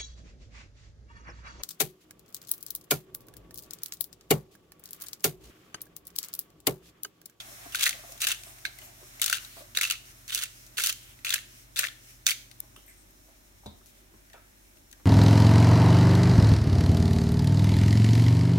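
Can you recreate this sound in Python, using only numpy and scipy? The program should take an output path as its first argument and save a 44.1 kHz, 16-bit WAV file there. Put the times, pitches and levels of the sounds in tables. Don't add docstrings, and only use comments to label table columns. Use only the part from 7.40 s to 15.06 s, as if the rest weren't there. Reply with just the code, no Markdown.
import sys
import numpy as np
from scipy import signal
from scipy.fft import rfft, irfft, next_fast_len
from scipy.io import wavfile
from scipy.ndimage import uniform_filter1d

SR = 44100
rng = np.random.default_rng(int(sys.argv[2]) if len(sys.argv) > 2 else 0)


def natural_amplitude(level_db):
    exponent = np.asarray(level_db, float) / 20
    return 10 ** exponent


def master_out(mix):
    frames = np.transpose(np.atleast_2d(mix))
    ceiling = np.clip(frames, -1, 1)
    pcm = np.round(ceiling * 32767).astype(np.int16)
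    wavfile.write(sys.argv[1], SR, pcm)


N = 337666

# frequency in Hz, density in dB per Hz.
AIR_SPECTRUM = [(15, -29), (25, -0.5), (54, -7.5), (101, -8), (118, -20), (209, -15), (241, -12),
                (374, -12.5), (447, -24), (638, -15.5), (726, -23.5), (788, -20.5), (1200, -28),
                (1560, -44), (2640, -120)]
AIR_DB = -62
# frequency in Hz, level in dB, wander in Hz.
FAN_TONES = [
    (47, -61, 0.19),
    (98, -70.5, 0.48),
    (133, -76.5, 0.33),
    (194, -81, 0.9),
]
MAINS_HZ, MAINS_DB, MAINS_OFF_S = 120.3, -63, 5.38
# frequency in Hz, likeness from -1 to 1.
CORRELATION = [(60, 0.52), (180, 0.87), (550, -0.072), (1650, -0.42), (4970, 0.095), (15000, -0.055)]

# time in seconds, hiss level in dB.
SIMMER_VIGOUR = [(0.0, -49), (0.55, -49.5), (1.53, -55), (2.05, -49), (2.13, -55.5), (6.97, -62.5),
                 (7.66, -61.5)]
# frequency in Hz, density in dB per Hz.
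HISS_SPECTRUM = [(2350, -24), (4000, -10), (4410, -17), (5360, -2), (5810, -4), (6520, -3.5), (7570, -6.5),
                 (9920, -5), (11300, -10.5), (12800, -3.5), (15800, -9)]
# frequency in Hz, density in dB per Hz.
RUSTLE_SPECTRUM = [(530, -17.5), (900, -8.5), (1350, -2), (1850, -1.5), (2200, -2), (2920, -6), (4500, -7),
                   (5850, -42), (9900, -120)]
RUSTLE_DB, RUSTLE_FOLLOWS = -62, 1.05
PAN_MODES_HZ = (310, 1113)
STIR_DB, STIR_END_S = -61.5, 3.5
# time in seconds, peak in dB, bubble resonance in Hz.
PLOPS = [(0.079, -54, 650), (0.115, -50, 577), (0.181, -55, 630), (0.257, -45, 695), (0.262, -47, 290),
         (0.543, -49.5, 546), (0.588, -51, 610), (0.636, -47, 665), (0.691, -51, 520), (0.719, -52, 620),
         (0.751, -51.5, 640), (1.067, -48.5, 674), (1.42, -55, 650), (1.613, -51, 600), (1.628, -52, 368),
         (2.167, -46, 656), (2.206, -48.5, 590)]

# start in seconds, peak in dB, ring in Hz, t60 in seconds.
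KNOCKS = [(5.229, -55, 297, 0.11), (5.23, -55, 770, .095), (5.36, -46, 1220, 0.036),
          (5.361, -43, 2910, 0.04), (5.372, -53, 330, 0.05), (5.477, -51, 2000, 0.2),
          (5.88, -54.5, 615, 0.19), (6.233, -49, 750, .076), (6.258, -38.5, 490, 0.063),
          (6.258, -46, 850, 0.1), (6.259, -41, 3750, 0.13), (6.411, -58, 1300, 0.055),
          (7.529, -50, 1670, .04), (6.309, -57, 306, 0.11), (6.737, -52, 310, 0.07),
          (6.738, -57, 900, 0.15), (6.94, -45, 545, 0.12), (6.942, -53, 2370, 0.16),
          (6.935, -50.5, 3300, 0.052), (6.94, -50, 1360, 0.24), (7.596, -55, 400, 0.08),
          (7.596, -57, 1670, .08), (7.596, -55, 900, .11)]
# start in seconds, peak in dB, ring in Hz,
# t60 in seconds.
BUMPS = [(2.373, -48, 450, 0.044), (2.412, -48, 350, .05), (2.437, -44, 646, .05), (2.96, -51, 260, 0.049),
         (3.386, -45, 403, 0.054), (3.94, -54, 347, 0.036), (4.392, -45, 500, 0.047),
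         (4.435, -48, 547, .06)]
KNOCK_WIDTH = 10.5
# start in seconds, peak in dB.
THUDS = [
    (6.258, -42.5),
    (6.312, -53),
    (6.74, -62),
]
# frequency in Hz, level in dB, t60 in seconds.
SLAB_MODES = [(81, 4.5, 0.35), (121, 8, 0.13), (212, 8, 0.22), (263, 10, 0.05), (300, -22, 0.12),
              (616, -20, 0.042), (750, 1, 0.11)]

# middle in seconds, length in
# seconds, frequency in Hz, bandwidth in Hz, level in dB.
SQUEAKS = [(1.448, 0.072, 13000, 700, -51), (5.204, 0.0059, 12600, 2100, -26),
           (5.466, 0.014, 12000, 300, -55), (5.49, 0.05, 12600, 250, -55), (5.503, 0.14, 8300, 790, -59),
           (5.62, 0.17, 8400, 500, -63), (5.709, 0.0091, 13500, 3000, -54),
           (5.365, 0.013, 10000, 6700, -51), (1.388, 0.007, 11000, 6000, -43)]
SQUEAK_PAN_DB = 2.5
# middle in seconds, length in seconds,
# level in dB, favoured band in Hz.
BACK_TURNS = [(0.707, .14, -53, 6550), (1.08, 0.15, -50, 8700), (1.438, 0.16, -51.5, 6900),
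              (1.64, 0.25, -59, 6000), (2.167, 0.21, -48.5, 4100), (2.687, 0.11, -50.5, 5700),
              (3.205, .22, -54, 5530), (3.667, 0.2, -52.5, 3200), (4.16, .24, -54, 5570),
              (4.69, 0.23, -53, 5700), (6.532, 0.25, -65, 3500), (6.995, 1, -63.5, 1600),
              (7.287, 0.13, -68, 2300)]
# frequency in Hz, density in dB per Hz.
SLIDE_SPECTRUM = [(700, -47), (1300, 1.5), (2300, 8), (4000, 0), (6000, 1.5), (9000, 4), (13000, 2.5),
                  (16000, 3)]

GRIPS = [0, .3465, .385, .801, .818, .869, 1.251, 1.8158, 1.86, 2.3495, 2.4112, 2.5, 2.88, 2.921, 3.372,
         3.417, 3.8478, 3.9042, 4.3608, 4.404, 4.858, 4.866]
# hold in seconds, level in dB, treble against body in dB.
TWISTS = [(0.0032, -41.5, 0), (0.028, -39.5, 1), (0.1, -35, -3), (.016, -44, 5), (0.028, -33, -0.5),
          (0.054, -34, -3), (0.012, -41, -10), (0.022, -34.5, -2), (.11, -39, -1.5), (.042, -38.5, -3),
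          (0.065, -36.5, 0), (0.039, -38.5, -10), (0.043, -46, 1.5), (0.12, -39, -0.5), (0.045, -35.5, 1.5),
          (0.085, -35.5, 1.5), (0.042, -37, -6), (0.056, -36.5, -3), (0.051, -35, -6), (0.053, -38, -3),
          (.006, -44, -1), (0.05, -36, 5)]
RELEASE_DB_PER_S = 600
CRUMB_RINGS_HZ = (2200, 2650, 2800, 3200, 3730)
CRUMB_GAP_S, CRUMB_DECAY_S = .006, .0038
CRUMB_DB, CRUMB_SPREAD_DB = 3, 2

# time in seconds, level in dB, body ring in Hz, length in ms, treble in dB.
CRACKS = [(0.3474, -20.5, 1510, 2.3, -3), (0.432, -18, 3240, 4.9, 2.5), (0.439, -16.5, 3060, 2.4, 7),
          (0.4575, -21, 3600, 6.5, 2), (0.464, -18, 1900, 11, -3), (0.4918, -21, 2100, 6, 8),
          (0.8173, -22, 2600, 7.3, 10), (.869, -19, 2750, 9.5, 4), (0.9163, -21, 2700, 5.9, 1.5),
          (4.3602, -32, 3420, 3.7, 0), (1.8164, -15, 3560, 3.7, 11), (1.8604, -18.5, 4070, 4, 9),
          (1.898, -18, 1450, 2.4, 9.5), (1.927, -16.5, 1540, 2.6, -4), (2.372, -15.5, 3800, 3.1, -5),
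          (2.4117, -17, 2110, 4, 1), (2.439, -21, 2700, 2.6, -6), (2.509, -19, 2820, 4.9, -1),
          (2.9477, -17, 2800, 3.3, 15), (3.0357, -22, 2750, 3.6, 5), (3.381, -22, 3100, 2.3, 1),
          (3.437, -20, 2940, 12, 7), (3.461, -17.5, 3020, 2.6, 12), (3.47, -17, 4000, 3.2, 9),
          (3.9044, -22, 3360, 4.5, -1), (3.9402, -15.5, 1700, 4, 5.5), (4.3912, -13.5, 1810, 3.4, 9.5),
          (0.508, -30, 3190, 2.7, 3), (1.928, -24, 2800, 16, -0.5), (4.8948, -21, 3200, 4.5, 0)]
# time in seconds, level in dB, body ring in Hz, treble in dB.
CHIPS = [(0.3554, -25, 3120, 4.5), (0.3945, -29.5, 3380, 8), (0.409, -25, 2200, 2),
         (0.4273, -23.5, 3320, 5.5), (0.476, -25, 3620, 5), (0.8411, -26, 2590, -1),
         (0.8855, -25.5, 2000, 10), (1.8225, -24, 2970, -1), (1.8305, -25, 3500, 5),
         (1.8417, -20.5, 2820, 10), (1.8791, -26.5, 2950, 1), (2.3494, -35, 2800, -7),
         (2.385, -26, 1700, 0), (2.432, -22, 2700, -1), (2.45, -24.5, 2650, -11), (2.4999, -23, 2650, 3),
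         (2.521, -27, 2490, 4), (2.9566, -24.5, 2800, 8), (2.9782, -29.5, 3200, 2),
         (3.0213, -31.5, 2800, 4.5), (3.3854, -24.5, 1460, -2), (3.3981, -27.5, 1510, 4),
         (3.4192, -28, 2800, 8), (3.493, -24, 3200, 1), (3.8475, -26, 2270, 1.5), (3.9256, -26, 3200, -8),
         (4.3727, -27, 4100, -2), (4.8755, -23.5, 2350, 3), (4.888, -22, 2000, 0), (4.9068, -21.5, 4400, 0),
         (3.937, -24, 2000, 2)]
# time in seconds, level in dB, body ring in Hz, treble in dB.
CRUMBS = [(0.3881, -35, 2760, 19), (0.4237, -24, 3250, -2), (0.5292, -33, 2050, -19),
          (0.8327, -27, 2650, -7), (0.8485, -24, 2500, 1), (0.888, -25, 3500, 10), (0.8965, -29, 2800, -6),
          (0.9464, -36, 2860, 3), (1.263, -35, 2150, -8), (1.9126, -30, 2800, 6), (1.9443, -30, 3190, -12),
          (1.955, -34.5, 1580, -21), (1.9827, -34, 2800, -18), (2.365, -34, 2800, 2),
          (2.421, -24, 3120, -2), (2.4744, -31, 3230, 4), (2.492, -38, 3170, -2), (2.554, -38.5, 2820, -22),
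          (2.8793, -35, 4200, 6), (2.896, -33, 3190, -9), (2.9044, -30, 2920, -4), (2.921, -32, 3180, -6),
          (2.9266, -29.5, 3000, -13), (2.934, -36, 3120, -6), (2.9407, -29, 2800, 15),
          (2.9752, -27, 2900, 4), (2.9893, -27, 3320, 3), (3.014, -33, 2840, -11), (3.0277, -29, 3100, -6),
          (3.0303, -31, 2060, 3), (3.0564, -36.5, 2400, 0), (3.3707, -33, 2970, -2),
          (3.4045, -26, 2200, -10), (3.4895, -27, 2800, 11), (3.498, -22.5, 3000, 8),
          (3.5042, -31, 2800, -14), (3.8584, -27.5, 2800, 9), (3.8793, -33, 3320, -14),
          (3.8835, -29, 2700, -8), (3.893, -24.5, 2730, 3), (3.9806, -33.5, 1820, -5),
          (3.9887, -37, 2760, -6), (4.367, -29, 3570, -10), (4.3832, -29, 3140, 2), (4.388, -29, 2300, 10),
          (4.4078, -32, 2370, -6), (4.411, -29, 2350, 18), (4.4232, -36, 2780, 8), (4.4653, -35, 1790, 9),
          (4.4697, -29, 2330, -9)]
CHIP_MS, CRUMB_MS = 5.5, 2
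# time in seconds, level
# in dB, ring in Hz, treble in dB, length in ms.
TICKS = [(0.322, -41.5, 2800, 2, 29), (0.721, -37.5, 1960, 25, 4), (1.035, -39, 2400, 5, 3.4),
         (4.8661, -12, 3730, 2, 3), (1.3866, -50, 2000, -3, 18), (1.797, -41, 2170, 1, 9.9),
         (2.0475, -42.5, 3870, -9, 8.6), (3.264, -49, 4000, 15, 16), (3.526, -29, 2870, 12, 4),
         (3.7898, -53, 2000, -7, 5), (4.4842, -34, 3330, -14, 3.2), (5.1133, -45, 3860, -1, 4.1),
         (5.203, -38, 3960, 32, .8), (6.261, -48, 3850, -4, 12), (4.8664, -15, 6300, -12, 4),
         (6.459, -55, 2450, 15, 70), (6.899, -57, 1900, -4, 14), (6.932, -49.5, 1800, -4, 9),
         (7.37, -56.5, 2200, 2, 6), (7.513, -49, 4430, 9, 5.5), (1.416, -50, 2900, -10, 13),
         (1.185, -51, 2000, -3, 4.5), (.7763, -46.5, 2870, 3, 6), (7.527, -44.5, 2860, 11, 5.9)]
# time in seconds, level in dB,
# body ring in Hz, length in ms.
JOLTS = [(1.2512, -25, 2200, 3), (1.2514, -26, 1570, 3.4), (1.2535, -34, 4000, 14),
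         (3.8672, -28, 2480, 6.6), (3.958, -27, 2570, 2.4), (4.4327, -23, 1780, 1.7),
         (4.4395, -24.5, 1730, 6), (4.4496, -27, 1850, 3.5), (4.9145, -26, 2240, 7), (.0015, -38, 3330, 11)]
JOLT_TREBLE_DB = -14
SPLIT_DB = 21.5
BASS_CUT = 0.4
LOW_RING_DB_PER_OCTAVE = 6
TURN_LAG = 10

# frequency in Hz, bandwidth in Hz, level in dB.
MILL_MODES = [(1540, 140, -10.5), (2000, 3300, -5), (2700, 230, -4), (6110, 230, -14.5)]
# frequency in Hz, density in dB per Hz.
MILL_SPECTRUM = [(150, -37), (300, -13.5), (600, -10), (900, -20.5), (1150, -11), (1400, -6.5), (2000, -8),
                 (2800, -9), (4000, -5.5), (5200, -11), (6300, -7), (8000, -8.5), (12500, -9), (16000, -10)]
# time in seconds, left minus right in dB.
SWAY = [(0, -.5), (.7, 0), (1.1, 1.5), (1.6, 2), (2.2, -1.3), (2.7, -1.7), (3.2, -1.1), (3.7, -.2),
        (4.2, 1), (4.7, -2.9), (5.05, 4)]
ROOM_T60_S, ROOM_DB = 0.42, -15.8


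def unit(x):
    return x / np.sqrt(np.mean(x ** 2) + 1e-20)


def at_hz(points, hz):
    points_hz, values = np.transpose(points)
    return np.interp(np.log(hz + 1e-3), np.log(points_hz + 1e-3), values)


def colour(x, points):
    size = 4096
    cepstrum = irfft(np.log(natural_amplitude(at_hz(points, np.fft.rfftfreq(size, 1 / SR)))))
    cepstrum[1:size // 2] *= 2
    cepstrum[size // 2 + 1:] = 0
    response = irfft(np.exp(rfft(cepstrum))) + np.zeros(x.shape[:-1] + (1,))
    return signal.fftconvolve(x, response, axes=-1)[..., :N]


def resonance(x, hz, width_hz):
    r = np.exp(-np.pi * width_hz / SR)
    poles = [1, -2 * r * np.cos(2 * np.pi * hz / SR), r * r]
    return signal.lfilter([(1 - r * r) / 2, 0, (r * r - 1) / 2], poles, x)


def butter(x, order, hz, kind):
    return signal.sosfilt(signal.butter(order, hz, kind, fs=SR, output="sos"), x)


def split(x):
    return butter(x, 2, 5000, "low"), butter(x, 3, 5000, "high")


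def drift(rate):
    count = int(N / SR * rate) + 2
    return np.interp(np.linspace(0, count - 1, N), np.arange(count), rng.standard_normal(count))


def add(track, piece, s):
    i = max(int(s * SR), 0)
    track[..., i:i + piece.shape[-1]] += piece[..., :N - i]


def stereo_noise(points, patchy_db):
    size = next_fast_len(N)
    mid, side = rfft(colour(rng.standard_normal((2, N)), points), size)
    alike = np.clip(at_hz(CORRELATION, np.fft.rfftfreq(size, 1 / SR)), -1, 1)
    pair = np.sqrt(1 + alike) * mid + np.sqrt(1 - alike) * side * [[1], [-1]]
    return unit(irfft(pair, size)[:, :N]) * natural_amplitude(patchy_db * drift(25))


def drone():
    t = np.arange(N) / SR
    tones = np.zeros(N)
    for hz, db, wander_hz in FAN_TONES:
        phase = 2 * np.pi * np.cumsum(hz + wander_hz * drift(4.7)) / SR
        tones += natural_amplitude(db + 0.5 + 0.23 * drift(5.1)) * np.sin(phase)
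    mains_on = np.clip((MAINS_OFF_S - t) / 0.027, 0, 1)
    tones += natural_amplitude(MAINS_DB + 2) * np.sin(2 * np.pi * MAINS_HZ * t) * mains_on
    air = butter(stereo_noise(AIR_SPECTRUM, patchy_db=.8), 3, 42, "high")
    return tones * natural_amplitude([[-.3], [.3]]) + natural_amplitude(AIR_DB) * air


def simmer():
    vigour_db = np.interp(np.arange(N) / SR, *np.transpose(SIMMER_VIGOUR))
    rustle_db = RUSTLE_DB + RUSTLE_FOLLOWS * (vigour_db - vigour_db.mean())
    hiss = natural_amplitude(vigour_db) * stereo_noise(HISS_SPECTRUM, patchy_db=.9)
    return hiss + natural_amplitude(rustle_db) * stereo_noise(RUSTLE_SPECTRUM, patchy_db=.8)


def stirring():
    drag = rng.standard_normal((2, N)) * natural_amplitude(4 * drift(18))
    murmur = unit(resonance(resonance(drag, 674, 200), 620, 300))
    murmur = murmur + 0.55 * unit(resonance(drag, PAN_MODES_HZ[0], 100))
    return natural_amplitude(STIR_DB) * murmur * np.clip(1 - np.arange(N) / SR / STIR_END_S, 0, 1)


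def plops():
    out, t = np.zeros(N), np.arange(6000) / SR
    for s, peak_db, hz in PLOPS:
        push = rng.standard_normal(len(t)) * np.exp(-t / 0.009) * np.minimum(t / 0.0017, 1)
        squelch = unit(resonance(resonance(push, hz, 60), hz, 200))
        for pan_hz in PAN_MODES_HZ:
            answer = unit(resonance(resonance(push, pan_hz, 120), pan_hz, 300))
            squelch = squelch + natural_amplitude(-8.5 + 2 * rng.standard_normal()) * answer
        add(out, natural_amplitude(peak_db + 4.0) * squelch / np.abs(squelch).max(), s - .003)
    return out


def knocks():
    out, t = np.zeros(N), np.arange(6000) / SR
    for s, peak_db, hz, t60 in KNOCKS + BUMPS:
        rattle = rng.standard_normal(len(t)) * natural_amplitude(-60 * t / t60)
        knock = resonance(rattle, hz, min(KNOCK_WIDTH * np.sqrt(hz), 400))
        knock = resonance(knock, hz, min(hz, 1100))
        add(out, natural_amplitude(peak_db) * knock / np.abs(knock).max(), s)
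    return out


def thuds():
    out, t = np.zeros(N), np.arange(int(.4 * SR)) / SR
    for s, peak_db in THUDS:
        for hz, db, t60 in SLAB_MODES:
            decay = natural_amplitude(peak_db + db - 5 - 60 * t / t60)
            add(out, decay * np.sin(2 * np.pi * hz * t) * np.minimum(t / 0.0032, 1), s)
    return out


def squeaks():
    out = np.zeros((2, N))
    for s, length_s, hz, width_hz, level_db in SQUEAKS:
        rub = resonance(rng.standard_normal((2, 6000)), hz, width_hz)[:, :int(length_s * SR)]
        rub = rub * natural_amplitude([[SQUEAK_PAN_DB], [-SQUEAK_PAN_DB]])
        add(out, natural_amplitude(level_db) * unit(rub) * np.hanning(rub.shape[1]), s - length_s / 2)
    return out


def back_turns():
    out, t = np.zeros((2, N)), np.arange(N) / SR
    slide = stereo_noise(SLIDE_SPECTRUM, patchy_db=1.6)
    for s, length_s, level_db, hz in BACK_TURNS:
        now = np.abs(t - s) < length_s / 2
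        rub = slide[:, now] + natural_amplitude(4.5) * resonance(slide[:, now], hz, .2 * hz)
        out[:, now] += natural_amplitude(level_db) * unit(rub) * np.cos(np.pi * (t[now] - s) / length_s)
    return out


def twisting():
    gain, treble_gain = np.zeros(N + SR), np.zeros(N + SR)
    for start, (hold_s, level_db, treble_db) in zip(GRIPS, TWISTS):
        t = np.arange(int((hold_s + .2) * SR)) / SR
        first = int(start * SR)
        now = slice(first, first + len(t))
        after = np.maximum(t - hold_s, 0)
        pressure = np.minimum(t / .0015, 1) * natural_amplitude(level_db - RELEASE_DB_PER_S * after)
        gain[now] = np.maximum(gain[now], pressure)
        treble_gain[now] = natural_amplitude(treble_db - RELEASE_DB_PER_S / 2 * np.minimum(after, .1))
    return gain[:N], treble_gain[:N]


def grit(per_s=6000, spread_db=2.5):
    gain, treble_gain = twisting()
    sizes = natural_amplitude(spread_db * np.minimum(rng.exponential(1, (3, N)), 4)) * rng.choice([-1, 1], (3, N))
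    common, left, right = (rng.random((3, N)) < per_s / SR) * sizes
    rub = unit(common + .8 * np.array([left, right])) * gain
    out = rub * natural_amplitude(2 + 3 * drift(150))

    pace, size, pick = rng.random((3, 1500))
    at = (np.cumsum(CRUMB_GAP_S * (.55 + .9 * pace)) * SR).astype(int)
    which_ring = (pick * len(CRUMB_RINGS_HZ)).astype(int)
    for k, hz in enumerate(CRUMB_RINGS_HZ):
        teeth = np.zeros(N)
        mine = (at < N) & (which_ring == k)
        teeth[at[mine]] = natural_amplitude(CRUMB_DB + CRUMB_SPREAD_DB * 3.46 * (size[mine] - .5))
        crushing = signal.lfilter([1], [1, -np.exp(-1 / (CRUMB_DECAY_S * SR))], teeth + 1e-9)
        crumbs = rub * crushing
        out += crumbs + natural_amplitude(6) * resonance(crumbs, hz, 330)
    body, treble = split(out)
    body = butter(body, 1, 1100, "high")
    return natural_amplitude(-1.0) * (body - treble_gain * treble)


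def breaks():
    corns = [(s, db, hz, treble_db, ms) for s, db, hz, ms, treble_db in CRACKS]
    corns += [(*chip, CHIP_MS) for chip in CHIPS]
    corns += [(*crumb, CRUMB_MS) for crumb in CRUMBS]
    return corns + TICKS + [(s, db, hz, JOLT_TREBLE_DB, ms) for s, db, hz, ms in JOLTS]


def cracks():
    out, t = np.zeros((2, N)), np.arange(2200) / SR
    for s, level_db, hz, treble_db, length_ms in breaks():
        tau = .85 * max(length_ms, 1) / 1000
        shower = np.exp(-(t / tau) ** 1.1)
        crumbling = natural_amplitude(-16) * np.exp(-t / .008)
        snap = natural_amplitude(-4) * np.exp(-t / .0007)
        shape = (shower + crumbling + snap) * np.minimum(t / .00015, 1)

        common, left, right, spikes = rng.standard_normal((4, len(t)))
        uneven = natural_amplitude(3 * unit(uniform_filter1d(spikes, size=20)))
        burst = (common + np.array([left, right])) * shape * uneven
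        burst[:, 1] += natural_amplitude(SPLIT_DB) * np.sign(common[0])

        body, treble = split(burst)
        ring_db = 9 + LOW_RING_DB_PER_OCTAVE * np.log2(max(2800 / hz, 1))
        ringing = natural_amplitude(ring_db) * resonance(burst, hz, max(.08 * hz, 190))
        body = butter(natural_amplitude(min(treble_db, 0) / 2) * body + ringing, 3, BASS_CUT * hz, "high")
        treble[1] = np.roll(treble[1], int(abs(TURN_LAG * right[0])))
        piece = (unit(body) - natural_amplitude(treble_db + 3.5) * unit(treble)) / np.hypot(1, natural_amplitude(treble_db))
        side_db = left[0] * np.array([[1], [-1]])
        loudness = np.sqrt(np.mean(shape ** 2)) * natural_amplitude(level_db + 1.0 + side_db)
        add(out, piece * loudness, s - .0004)
    return out


def mill():
    contact = cracks() + grit()
    ringing = contact.copy()
    for hz, width_hz, db in MILL_MODES:
        ringing += natural_amplitude(min(db, -5)) * resonance(contact, hz, max(width_hz, 420))
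    s, sway_db = np.transpose(SWAY)
    sway_db = sway_db[np.searchsorted(s, np.arange(N) / SR, side="right") - 1]
    return natural_amplitude(3.0 + sway_db * [[.5], [-.5]]) * colour(ringing, MILL_SPECTRUM)


def kitchen(x, room_db, low_cut_hz):
    t = np.arange(int(.6 * SR)) / SR
    near = np.zeros((2, len(t)))
    near[:, 0] = 1
    for side, lags in enumerate([(14, 32), (4, 34)]):
        for lag in lags:
            gap = np.zeros(lag - 1)
            near[side] = signal.lfilter(np.r_[-.45, gap, 1], np.r_[1, gap, -.45], near[side])
    tail = rng.standard_normal((2, len(t))) * natural_amplitude(-60 * t / ROOM_T60_S) * np.minimum(t / 0.0089, 1)
    tail = signal.lfilter([.6], [1, -.4], tail)
    tail = butter(tail, 1, low_cut_hz, "high")
    tail /= np.linalg.norm(tail, axis=1, keepdims=True)
    return signal.fftconvolve(x, near + natural_amplitude(room_db) * tail, axes=1)[:, :N]


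def scene():
    background = drone() + simmer() + stirring() + squeaks() + back_turns()
    small_things = (plops() + knocks() + thuds()) * np.ones((2, 1))
    near = kitchen(small_things, room_db=-6, low_cut_hz=900)
    near = near + kitchen(mill(), ROOM_DB, low_cut_hz=1900)
    return background + near


def band_limit(x):
    return signal.sosfilt(signal.butter(12, 16990, fs=SR, output="sos"), x)


def record(dry):
    rounded = 1.2 * np.tanh(dry / 1.2)
    low_pass = signal.cheby2(10, 16, 16150, fs=SR, output="sos")
    finished = signal.sosfiltfilt(low_pass, rounded)
    return band_limit(finished)


dry = scene()
out = record(dry)
master_out(out)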